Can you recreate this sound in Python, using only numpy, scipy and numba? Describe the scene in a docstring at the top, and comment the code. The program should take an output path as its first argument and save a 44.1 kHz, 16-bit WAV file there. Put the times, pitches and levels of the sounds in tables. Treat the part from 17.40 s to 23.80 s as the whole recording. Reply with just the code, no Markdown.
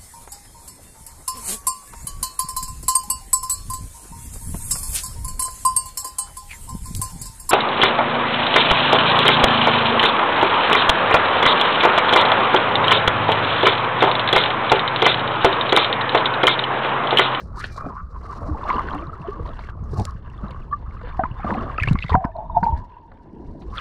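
"""Surges of a shallow sea push on the microphone membrane of a sealed camera housing just under the surface.
The push is rumbling noise with a grainy slosh above it and a smooth low rush in the lull.
Trapped air, shaken by small knocks, rings at a pitch that follows the water level; water slaps the shell.
Bubbles and glugs are short dying tones, and grit ticks are high rings with a crack of noise.
Foam and sand wash past as clumps of tiny bursts."""
import sys
import numpy as np
from scipy import signal
from scipy.io import wavfile
from numba import njit

SR = 44100
rng = np.random.default_rng(int(sys.argv[2]) if len(sys.argv) > 2 else 0)


def nominal_scale(level):
    """Amplitude ratio for a level in decibels (scalar or array-like)."""
    x = np.asarray(level, float) / 20
    return 10 ** x


def dump(signal):
    """Clip the signal to [-1, 1] and save it as 16-bit WAV at the path in sys.argv[1]."""
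    limited = np.clip(np.atleast_2d(signal).T, -1, 1)
    pcm = np.round(limited * 32767).astype(np.int16)
    wavfile.write(sys.argv[1], SR, pcm)


N = 282433  # length in samples

# Uneven push of the swell on the membrane. Each row: time in seconds, rumble gain in dB.
SURGE_CURVE = [(0, -31.5), (.55, -34.5), (.87, -36.5), (1.5, -32), (1.76, -37), (2.1, -33.5), (2.7, -33.5),
               (3.35, -32), (4.3, -31.5), (4.6, -32.5), (4.69, -44.5), (4.95, -47.5), (5.3, -30),
               (5.52, -47.5), (5.86, -47), (6.4, -49)]
# Colour of the rumble. Each row: frequency in Hz, relative strength per Hz in dB.
RUMBLE_COLOUR = [(8.8, -33.5), (15, 2), (43, 4), (65, 5.5), (145, -8), (222, -15), (261, -27), (400, -27.5),
                 (520, -38.5), (880, -120)]
# Single shoves of water. Each row: peak time in seconds, rumble gain in dB,
# time to build up by 20 dB in seconds (values under 0.01 count as 0.01).
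SHOVES = [(1.12, -24, 0.18), (2.028, -26, 0.1), (2.62, -28.5, 0.7), (3.03, -33, 0), (4.1, -30.5, 0.13),
          (4.22, -24.5, -0.05), (4.51, -16, 0.06), (4.74, -18.5, 0.08), (4.85, -31, -3.4),
          (5.2, -27.5, 0.4), (5.372, -22, -0.2), (6.11, -32, 0.17), (6.34, -28, 0.15)]
SHOVE_FALL_DB_PER_S = 240.5
# Slosh of the water. Each row: time in seconds, gain in dB.
SLOSH_CURVE = [(0, -45.5), (.16, -48), (.42, -43), (.47, -27.5), (.58, -65), (.87, -44.5), (1.12, -35),
               (1.22, -41), (1.32, -32.5), (1.6, -38.5), (1.77, -48.5), (1.93, -42.5), (2.1, -43),
               (2.39, -49.5), (2.53, -43), (2.61, -22.5), (2.67, -52), (2.96, -50), (3.04, -41.5),
               (3.35, -54.5), (4.01, -50), (4.1, -25.5), (4.21, -30.5), (4.28, -35.5), (4.5, -49),
               (4.57, -55.5), (5.15, -54), (5.26, -40.5), (5.52, -56), (6.15, -47.5), (6.4, -47)]
# Colour of the slosh. Each row: frequency in Hz, relative strength per Hz in dB.
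SLOSH_COLOUR = [(88, -28), (150, -6), (392, -7.5), (697, -11.5), (900, -15.5), (1170, -29.5), (1980, -120)]
# Smooth low rush in the lull. Each row: time in seconds, level in dB.
RUSH_CURVE = [(5.7, -74), (5.83, -55), (5.95, -41.5), (6.27, -42), (6.32, -60)]
# Band of the rush: lower edge in Hz, upper edge in Hz.
RUSH_BAND_HZ = [130, 408]

# How strongly the air pocket in the port rings. Each row: time in seconds, gain in dB.
POCKET_CURVE = [(0, -64), (.19, -36), (.27, -46), (.31, -52), (.365, -41), (.38, -35), (.6, -36.5),
                (.69, -51), (.89, -38.5), (1.24, -37), (1.3, -20.5), (1.5, -35.5), (2.46, -51.5),
                (2.7, -37), (2.77, -57.5), (3.06, -39), (3.3, -55), (3.65, -38), (4.03, -40), (4.09, -27),
                (4.37, -39), (4.56, -63.5), (4.87, -39.5), (4.935, -47), (4.96, -39), (5.13, -38),
                (5.2, -31), (5.28, -34), (5.4, -40), (5.62, -52), (6.26, -55), (6.38, -33)]
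# Pitch of the air pocket, before a small wobble. Each row: time in seconds, pitch in Hz.
POCKET_PITCH = [(0, 1083), (.2, 1260), (.28, 1600), (.33, 1300), (.37, 1166), (1.28, 1085), (1.5, 1086),
                (2.7, 1133), (3.6, 1088), (3.8, 943), (3.92, 1036), (4.4, 1135), (4.7, 1038), (4.95, 905),
                (5.13, 910), (5.24, 808), (5.43, 943), (6.26, 954), (6.4, 1141)]
# The pocket rings more purely once the housing has dipped again.
# Each row: time in seconds, width in Hz of each of its two resonances in a row.
POCKET_WIDTH = [(0, 246.4), (4.7, 268), (4.88, 101), (6.2, 70.6), (6.4, 254)]
# More air spaces that ring for a while as the housing nears the surface and dips again, one list each.
# Each row: time in seconds, pitch in Hz, gain in dB.
SIDE_POCKETS = [
    [(0.28, 2500, -68), (0.335, 2346, -61), (0.49, 2444, -67)],
    [(4.72, 3620, -88), (5.2, 3650, -74.5)],
    [(4.36, 1895, -60), (4.42, 2000, -40), (4.47, 2170, -47), (4.52, 2160, -54), (4.6, 2030, -51.5),
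     (4.7, 1930, -48.5), (4.74, 1810, -37.5), (4.8, 1510, -60), (4.86, 1510, -60.5), (4.93, 1600, -80)],
    [(4.56, 3750, -83), (4.63, 3650, -49), (4.66, 3430, -65), (4.705, 3600, -40), (4.73, 3740, -60)],
    [(4.8, 677, -34), (4.86, 686, -30.5), (4.93, 652, -57), (4.96, 664, -37.5), (5.11, 667, -45),
     (5.278, 738, -51.5), (5.336, 609, -49), (5.42, 690, -58)],
]
# Width in Hz of each resonance, one value for each side pocket.
SIDE_WIDTHS_HZ = [39.6, 110, 260, 600, 75]
# Rough sound let through below the pitch: dB relative to the ring, one value for each side pocket.
SIDE_BODY_DB = [-30, -30, 1, -10, -12]

# Water slapping the shell. Each row: start in seconds, dull noise in dB and bright noise in dB
# (both before filtering), time to die by 60 dB in seconds.
SLAPS = [(0.24, -22, -25, 0.095), (0.377, -21, -62, 0.06), (1.237, -30, -34, 0.024),
         (1.289, -12, -33, 0.019), (2.059, -23, -40, 0.05), (2.075, -32, -35, 0.017),
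         (2.09, -24, -30, 0.012), (2.19, -21, -38, 0.056), (2.287, -16, -44, 0.015),
         (3.109, -29.5, -30, 0.022), (3.613, -23, -62, 0.041), (3.671, -22.5, -48, 0.061),
         (3.689, -25.5, -47, 0.088), (3.794, -13, -57, 0.015), (3.837, -2, -50, 0.015),
         (4.043, -16.5, -43.5, 0.061), (4.105, -5, -67, 0.02), (4.383, 0, -31, 0.0049),
         (4.434, -31, -18, 0.011), (4.474, -10.5, -28, 0.051), (4.486, -15.5, -23, 0.014),
         (4.509, -18.5, -52, 0.062), (4.526, -19, -46, 0.029), (4.554, -9, -50, 0.017),
         (4.588, -39, -14.5, 0.01), (4.625, -42.5, -17, 0.0051), (4.633, -40, -18, 0.0092),
         (4.639, -19, -28, 0.031), (4.694, -2.5, -19, 0.011), (4.704, -25, -23, 0.02),
         (4.716, -16, -47, 0.0098), (4.751, 6.5, -46, 0.0081), (4.843, -6.5, -40, 0.022),
         (4.853, -8, -50, 0.0069), (5.169, -26, -82, 0.022), (5.23, -7, -44, 0.022),
         (5.717, -26, -52, 0.029), (6.218, -36.5, -45, 0.082), (6.371, -34, -22, 0.027)]
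SLAP_RISE_S = 0.0003
# Each slap also shakes the pocket for a moment.
SLAP_TO_POCKET_DB, POCKET_AFTER_T60_S, POCKET_AFTER_RISE_S = -17.5, 0.067, 0.00095

# Bubbles and rings of trapped air. Each row: rough time in seconds, peak in dB before wobble,
# starting pitch in Hz, time to die by 60 dB in seconds.
BUBBLES = [(0.183, -26, 1250, 0.019), (0.377, -24, 1080, 0.026), (0.898, -31, 1150, 0.13),
           (1.147, -28, 874, 0.068), (1.254, -23.5, 820, 0.022), (1.294, -27.5, 1077, 0.073),
           (1.307, -10.5, 1045, 0.03), (1.336, -21.5, 1167, 0.13), (1.377, -28, 1175, 0.07),
           (1.515, -24, 1156, 0.03), (1.695, -30, 1217, 0.03), (1.732, -28, 1280, 0.032),
           (1.85, -31.5, 676, 0.091), (1.921, -28, 1151, 0.089), (2.055, -29.5, 990, 0.037),
           (3.318, -27, 1111, 0.088), (3.329, -14, 1156, 0.06), (3.329, -31.5, 1705, 0.03),
           (3.64, -33.5, 484, 0.08), (3.794, -9.5, 743, 0.036), (3.797, -35, 1518, 0.086),
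           (3.81, -22, 645, 0.092), (3.836, -18.5, 1250, 0.028), (3.854, -19, 1006, 0.03),
           (3.997, -29, 796, 0.035), (4.045, -19, 710, 0.022), (4.073, -24.5, 1186, 0.082),
           (4.124, -18, 910, 0.019), (4.15, -19.5, 750, 0.032), (4.384, -17, 1285, 0.024),
           (4.436, -15, 1737, 0.018), (4.474, -28, 1090, 0.026), (4.695, -12, 1092, 0.034),
           (4.732, -21.5, 953, 0.045), (4.743, -8, 940, 0.035), (4.756, -10.5, 729, 0.076),
           (4.774, -16, 744, 0.13), (4.841, -17.5, 1013, 0.027), (4.852, -36.5, 1490, 0.07),
           (4.919, -50, 1750, 0.04), (4.953, -29.5, 932, 0.045), (4.992, -27, 850, 0.12),
           (5.098, -24, 967, 0.027), (5.155, -25, 885, 0.13), (5.167, -8.5, 884, 0.063),
           (5.17, -11, 704, 0.061), (5.233, -11.5, 922, 0.076), (5.266, -9.5, 870, 0.044),
           (5.284, -14, 900, 0.096), (5.325, -17, 918, 0.066), (5.568, -33.5, 943, 0.039),
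           (6.376, -26, 1358, 0.039)]
BUBBLE_RISE_SHARE = .075  # of the dying time: bubbles that ring long also swell slowly
# Low glugs and short thumps of trapped air. Each row: rough time in seconds, peak in dB before wobble,
# starting pitch in Hz, time to die by 60 dB in seconds (held to 0.2 at most).
GLUGS = [(0.46, -27, 265, 0.092), (1.091, -25, 300.5, 0.26), (1.248, -31.5, 600, 0.071),
         (1.34, -26, 465, 0.04), (1.546, -24.5, 290.6, 0.22), (1.61, -31, 332.3, 0.17),
         (1.678, -29.5, 140, 0.07), (1.803, -28.5, 154, 0.096), (1.885, -20, 396, 0.06),
         (1.997, -30, 457, 0.041), (2.427, -21.5, 110, 0.026), (2.526, -23.5, 138, 0.17),
         (2.535, -23, 387, 0.014), (2.583, -13, 99, 0.15), (2.601, -18, 196, 0.016),
         (2.753, -27, 135, 0.04), (3.036, -23, 185.5, 0.04), (3.796, -14.5, 190, 0.0065),
         (3.837, -18, 197, 0.011), (3.913, -22, 110, 0.049), (4.047, -20.5, 208, 0.046),
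         (4.116, -19, 207, 0.083), (4.172, -22, 224, 0.13), (4.419, -14, 89, 0.07),
         (4.449, -21, 129, 0.066), (4.475, -13, 117, 0.03), (4.513, -3.5, 128, 0.023),
         (4.524, -8, 69, 0.12), (4.549, -11, 190, 0.0195), (4.647, -15, 138, 0.029),
         (4.717, -12, 75.4, 0.1), (4.72, -23, 422, 0.038), (4.749, -8, 157, 0.0091),
         (4.774, -15, 130, 0.028), (4.852, -11.5, 173, 0.0083), (4.992, -31, 147, 0.0087),
         (5.141, -31.5, 130, 0.04), (5.171, -23.5, 108, 0.027), (5.227, -16, 178, 0.043),
         (5.297, -22.5, 121, 0.05), (5.328, -10, 66, 0.097), (5.935, -28.5, 198, 0.034)]
# Small bubbles and grit snapping at the shell. Each row: start in seconds, peak of the ring in dB,
# starting pitch in Hz, crack in dB before its fade and filter.
TICKS = [(0.2408, -21.5, 1770, -34.5), (1.342, -33, 2750, -52), (1.366, -31, 2890, -70),
         (1.548, -39, 2750, -42), (1.587, -38.5, 3000, -59), (1.669, -44.5, 3900, -57),
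         (1.817, -42.5, 2670, -66), (1.875, -43, 2970, -62), (2.44, -54, 6360, -65),
         (2.5979, -42, 3600, -32), (2.6525, -39, 4000, -22), (2.7085, -48, 4700, -44.5),
         (2.9, -46, 2750, -56), (2.978, -48.5, 3400, -61), (3.083, -47, 3860, -61), (3.107, -42, 2740, -48),
         (3.143, -53, 2900, -67.5), (3.217, -49.5, 2770, -69), (3.914, -41, 2780, -66),
         (4.3798, -22, 2570, -60), (4.38, -41, 4630, -67), (4.4, -16.5, 2520, -50.5),
         (4.424, -16.5, 2200, -50), (4.4327, -15, 2360, -29), (4.4737, -18, 2230, -48.5),
         (4.4848, -16, 2660, -40), (4.5316, -36, 3860, -36), (4.588, -22, 2130, -52),
         (4.6243, -19, 2570, -52), (4.632, -23.5, 2650, -51), (4.683, -30, 2080, -58),
         (4.851, -46.5, 4940, -49.5), (4.966, -48.5, 4040, -63), (5.241, -37, 4500, -46),
         (6.3811, -21, 3360, -60)]
TICK_CYCLES = 32  # cycles in which a tick dies by 60 dB

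# Foam and sand washing past. Each row: time in seconds, fizz gain in dB, fine hiss gain in dB.
WASH_CURVES = [(0, -44.5, -58.5), (.12, -111, -81), (.18, -50, -49.5), (.24, -36, -57.5), (.3, -52, -61.5),
               (.36, -68.5, -58), (.66, -79, -79), (.94, -50.5, -59), (1.12, -80, -71.5), (1.2, -49, -67),
               (1.23, -50.5, -67.5), (1.29, -35, -62.5), (1.41, -37, -64), (1.6, -46.5, -69),
               (1.68, -55.5, -77.5), (1.78, -57.5, -72.5), (1.87, -49, -75), (2.02, -57.5, -73),
               (2.17, -46.5, -70.5), (2.3, -48, -64.5), (2.33, -72, -89), (2.62, -57.5, -54.5),
               (2.8, -57.5, -80.5), (3.05, -55, -74.5), (3.32, -63.5, -80.5), (3.6, -54.5, -76.5),
               (3.68, -39.5, -74), (3.74, -53.5, -73.5), (4.02, -49.5, -77.5), (4.09, -42, -62.5),
               (4.35, -50.5, -76), (4.42, -38, -75.5), (4.53, -51, -63), (4.57, -79, -83),
               (4.71, -48.5, -70), (4.81, -73.5, -93), (5.18, -67, -79.5), (5.25, -52, -67.5),
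               (5.6, -66.5, -89.5), (6.3, -68, -73.5), (6.35, -47, -54), (6.4, -32.5, -63)]
# Colour of the fizz. Each row: frequency in Hz, relative strength per Hz in dB.
FIZZ_COLOUR = [(1400, 2), (1700, 17.5), (2200, -11), (2800, -3), (3500, -5), (4300, -13), (5000, -30)]
# Colour of the hiss. Each row: frequency in Hz, relative strength per Hz in dB.
HISS_COLOUR = [(3800, 2), (4300, 9.5), (5100, 8.5), (6000, 1.5), (8500, -3.5), (11000, -11), (13000, -24),
               (16000, -36)]
# Resonances of the housing. Each row: pitch in Hz, width in Hz, level in dB before flicker.
SHELL_MODES = [(1666, 540, 3.5), (2720, 350, -2.5), (3590, 130, -10.5), (4006, 500, -22)]


def rms_one(x):
    """Scale to rms 1."""
    return x / np.sqrt(np.mean(x ** 2) + 1e-20)


def in_time(rows):
    """Columns of a curve, one value a sample."""
    s, *columns = np.transpose(rows)
    return [np.interp(np.arange(N) / SR, s, column) for column in columns]


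def drift(rate_hz):
    """Slow random wandering with spread 1: smoothed noise, made at every 20th sample."""
    r = np.exp(-40 * np.pi * rate_hz / SR)
    noise = rng.standard_normal(N // 20 + 3002)
    slow = signal.lfilter([1], [1, -2 * r, r * r], noise)[3000:]  # skip the filter settling
    return np.interp(np.arange(N) / 20, np.arange(len(slow)), rms_one(slow))


def grains(per_s, spread_db):
    """Random clicks of uneven size; rms 1."""
    size_db = spread_db * np.minimum(rng.exponential(1, N), 3)
    sizes = nominal_scale(size_db) * rng.choice([-1, 1], N)
    return rms_one(sizes * (rng.random(N) < per_s / SR))


def coloured(source, spectrum, patchy_db, patch_rate):
    """Third-octave bands of two sources in turn, each band flickering partly with the others; rms 1."""
    hz, level_db = np.transpose(spectrum)
    edges = hz[0] * 2 ** np.arange(0, np.log2(hz[-1] / hz[0]) + .01, 1 / 3)
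    out, together = 0, drift(patch_rate)
    for k, (low, high) in enumerate(zip(edges, edges[1:])):
        sos = signal.butter(2, [low, high], "band", fs=SR, output="sos")
        band = signal.sosfilt(sos, source[k % 2])
        centre_db = np.interp(np.log(low * high) / 2, np.log(hz), level_db)
        flicker_db = patchy_db * (0.36 * together + drift(patch_rate))
        out = out + band * nominal_scale(centre_db + flicker_db)
    return rms_one(out)


@njit
def moving_resonance(x, hz, r, rate):
    """Two-pole resonance, gain 1 on top, whose centre and width move sample by sample."""
    y = np.zeros_like(x)
    for i in range(2, len(x)):
        drive = (1 - r[i] ** 2) / 2 * (x[i] - x[i - 2])
        y[i] = drive + 2 * r[i] * np.cos(2 * np.pi * hz[i] / rate) * y[i - 1] - r[i] ** 2 * y[i - 2]
    return y


def ringing(knocks, hz, width_hz):
    """An air space rings steeply around its pitch, at even power whatever its width; rms 1."""
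    width_hz = np.clip(width_hz, 20, 2000) * np.ones(N)
    r = np.exp(-np.pi * width_hz / SR)
    once = moving_resonance(knocks, hz, r, SR)
    twice = moving_resonance(once, hz, r, SR)
    return rms_one(twice / np.sqrt(width_hz))


def add(out, s, wave):
    """Mix a wave in at time s."""
    i = round(s * SR)
    out[i:i + len(wave)] += wave[:N - i]


def pop(hz, t60, rise_s, glide):
    """A dying sine of peak near 1 whose pitch slides up as the bubble changes shape."""
    t60 = np.clip(t60, .004, .2)
    t = np.arange(int((t60 + 4 * rise_s) * SR)) / SR
    shape = (1 - np.exp(-t / max(rise_s, 1e-4))) ** 2 * nominal_scale(-60 * t / t60)
    tone = np.sin(2 * np.pi * hz * (t + glide * t ** 2 / t60))
    return shape / shape.max() * tone


def surge():
    """Lumpy pressure noise and, above it, the slosh of water in soft grains."""
    (rumble_db,), (slosh_db,) = in_time(SURGE_CURVE), in_time(SLOSH_CURVE)
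    rumble = coloured(rng.standard_normal((2, N)), RUMBLE_COLOUR, patchy_db=1.2, patch_rate=12)
    lumps = [grains(250, 4.5) + .6 * rng.standard_normal(N) for k in range(2)]
    slosh = coloured(lumps, SLOSH_COLOUR, patchy_db=3.5, patch_rate=15)
    push = np.hypot(nominal_scale(rumble_db), nominal_scale(shoves_db()))  # swell and shoves add as powers
    return push * rumble + nominal_scale(slosh_db) * slosh + rush()


def shoves_db():
    """Each shove builds up at its own pace and lets go quickly; the strongest one counts."""
    t, out = np.arange(N) / SR, np.full(N, -120.)
    for s, db, build_s in SHOVES:
        building_db = 20 * (s - t) / max(build_s, .01)
        falling_db = SHOVE_FALL_DB_PER_S * (t - s)
        out = np.maximum(out, db - np.where(t < s, building_db, falling_db))
    return out


def rush():
    """Even noise in one low band swells and fades."""
    level_db, = in_time(RUSH_CURVE)
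    band = signal.butter(5, RUSH_BAND_HZ, "band", fs=SR, output="sos")
    noise = rms_one(signal.sosfilt(band, rng.standard_normal(N)))
    started = np.arange(N) / SR > RUSH_CURVE[0][0]
    return started * nominal_scale(level_db) * noise


def pocket():
    """Small knocks of water keep the trapped air ringing, and slaps shake it harder."""
    (hz,), (level_db,), (width_hz,) = in_time(POCKET_PITCH), in_time(POCKET_CURVE), in_time(POCKET_WIDTH)
    knocks = grains(400, 4.5) + rng.standard_normal(N)
    gusty = knocks * nominal_scale(3.5 * np.sqrt(width_hz / width_hz.max()) * drift(20))
    wobbling_hz = hz + 0.3 * width_hz * drift(25.4)
    ring = ringing(gusty, wobbling_hz, width_hz)
    soft_ring = signal.sosfilt(signal.butter(2, 2000, fs=SR, output="sos"), ring)  # low-pass
    return np.hypot(nominal_scale(level_db), after_slaps()) * soft_ring + side_pockets(knocks)


def side_pockets(knocks):
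    """The same knocks ring other air spaces for a while, with a rougher sound below each pitch."""
    t, out = np.arange(N) / SR, np.zeros(N)
    for rows, width_hz, body_db in zip(SIDE_POCKETS, SIDE_WIDTHS_HZ, SIDE_BODY_DB):
        hz, level_db = in_time(rows)
        # fade in and out over 33 ms
        present = np.clip(np.minimum(t - rows[0][0], rows[-1][0] - t) / 0.033, 0, 1)
        body = nominal_scale(body_db) * ringing(knocks, .74 * hz, .4 * hz)
        flicker = nominal_scale(3.5 * drift(25))
        out += present * nominal_scale(level_db) * (flicker * ringing(knocks, hz, width_hz) + body)
    return out


def after_slaps():
    """Strength of the slaps as it builds, lingers and dies in the pocket."""
    hits = np.zeros(N)
    for s, db, *rest in SLAPS:
        hits[round(s * SR)] = nominal_scale(db + SLAP_TO_POCKET_DB)
    dying = signal.lfilter([1], [1, -nominal_scale(-60 / (POCKET_AFTER_T60_S * SR))], hits + 1e-18)
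    r = np.exp(-1 / (POCKET_AFTER_RISE_S * SR))
    return signal.lfilter([(1 - r) ** 2], [1, -2 * r, r * r], dying)  # softens the onset


def slaps():
    """Water hits the shell: a burst of dull noise that dies fast, with a brighter spatter."""
    out, t = np.zeros(N), np.arange(3000) / SR
    noise = rng.standard_normal((len(SLAPS), 2, 3000))
    dull = signal.butter(6, [150, 1700], "band", fs=SR, output="sos")
    bright = signal.butter(8, [1800, 4500], "band", fs=SR, output="sos")
    for (s, db, bright_db, t60), pair in zip(SLAPS, noise):
        low, high = pair * (1 - np.exp(-t / SLAP_RISE_S)) * nominal_scale(-60 * t / t60)
        thud = nominal_scale(db) * signal.sosfilt(dull, low)
        spatter = nominal_scale(bright_db) * signal.sosfilt(bright, high)
        add(out, s, thud + spatter)
    return out


def bubbles():
    """Bubbles and glugs ring as dying tones, made unsteady by the churning water."""
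    out = np.zeros(N)
    for s, db, hz, t60 in BUBBLES:
        rise_s = BUBBLE_RISE_SHARE * t60
        start = s + 0.002024 - 1.5 * rise_s  # slow swells start earlier
        add(out, start, nominal_scale(db) * pop(hz, t60, rise_s, glide=0.024))
    for s, db, hz, t60 in GLUGS:
        add(out, s - .003, nominal_scale(db) * pop(hz, t60, 0.0034, glide=0.048))
    return out * (1 + .18 * drift(90))


def ticks():
    """Small bubbles and grit give a short high ring with a broad crack at its start."""
    out, noise = np.zeros(N), rng.standard_normal((len(TICKS), 260))
    band = signal.butter(2, [1800, 8000], "band", fs=SR, output="sos")
    fade = nominal_scale(-60 * np.arange(260) / SR / 0.011)
    cracks = signal.sosfilt(band, noise * fade)
    for (s, db, hz, crack_db), crack in zip(TICKS, cracks):
        add(out, s, nominal_scale(db) * pop(hz, TICK_CYCLES / hz, .0007, glide=.03))
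        add(out, s, nominal_scale(crack_db) * crack)
    return out


def wash():
    """Dense tiny bursts: fizz and droplets in the middle, smoother hiss on top, coming in clumps."""
    fizz_db, hiss_db = in_time(WASH_CURVES)
    clumps, puffs = nominal_scale(2.6 * drift(40)), nominal_scale(3.5 * drift(40))
    bursts = [grains(700, 3.4) + 0.76 * rng.standard_normal(N) for k in range(2)]
    fizz = coloured(bursts, FIZZ_COLOUR, patchy_db=2.5, patch_rate=25)
    hiss = coloured(bursts, HISS_COLOUR, patchy_db=1.5, patch_rate=20)
    middle = nominal_scale(-7.5) * fizz + nominal_scale(-8.5) * shell(bursts[0]) + nominal_scale(-5.5) * droplets()
    middle = signal.sosfilt(signal.butter(8, 4650, fs=SR, output="sos"), middle)  # low-pass
    return clumps * nominal_scale(fizz_db) * middle + np.sqrt(clumps) * puffs * nominal_scale(hiss_db) * hiss


def droplets():
    """Tiny bubbles at random pitches, each ringing a few dozen cycles; rms 1."""
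    clicks, out = grains(120, 5.5), 0
    pitches, dealt = np.geomspace(1500, 4600, 16), rng.integers(0, 16, N)
    for k, hz in enumerate(pitches):
        r = nominal_scale(-60 * hz / (40.0 * SR))  # dies by 60 dB in 40 cycles
        w = 2 * np.pi * hz / SR
        own_clicks = clicks * (dealt == k) + 1e-18
        ring = signal.lfilter([0, np.sin(w)], [1, -2 * r * np.cos(w), r * r], own_clicks)
        out = out + ring * 1500 / hz  # higher ones are weaker
    return rms_one(signal.lfilter([.3], [1, -.75], out))  # dulls the treble


def shell(x):
    """The resonances of the housing, each flickering a little; rms 1."""
    out = 0
    for hz, width_hz, level_db in SHELL_MODES:
        flickering = nominal_scale(level_db + 4 * drift(30))
        out = out + flickering * ringing(x, np.full(N, float(hz)), width_hz)
    return rms_one(out)


def scene():
    """All sources reach one microphone."""
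    return (surge() + pocket() + slaps() + bubbles() + ticks() + wash())[None]


def low_pass(x):
    """Removes everything above the highest recorded frequency."""
    return signal.sosfilt(signal.butter(12, 15800, fs=SR, output="sos"), x)


def record(dry):
    """The finished mix, from one microphone behind a membrane."""
    return low_pass(dry)


dry = scene()
out = record(dry)
dump(out)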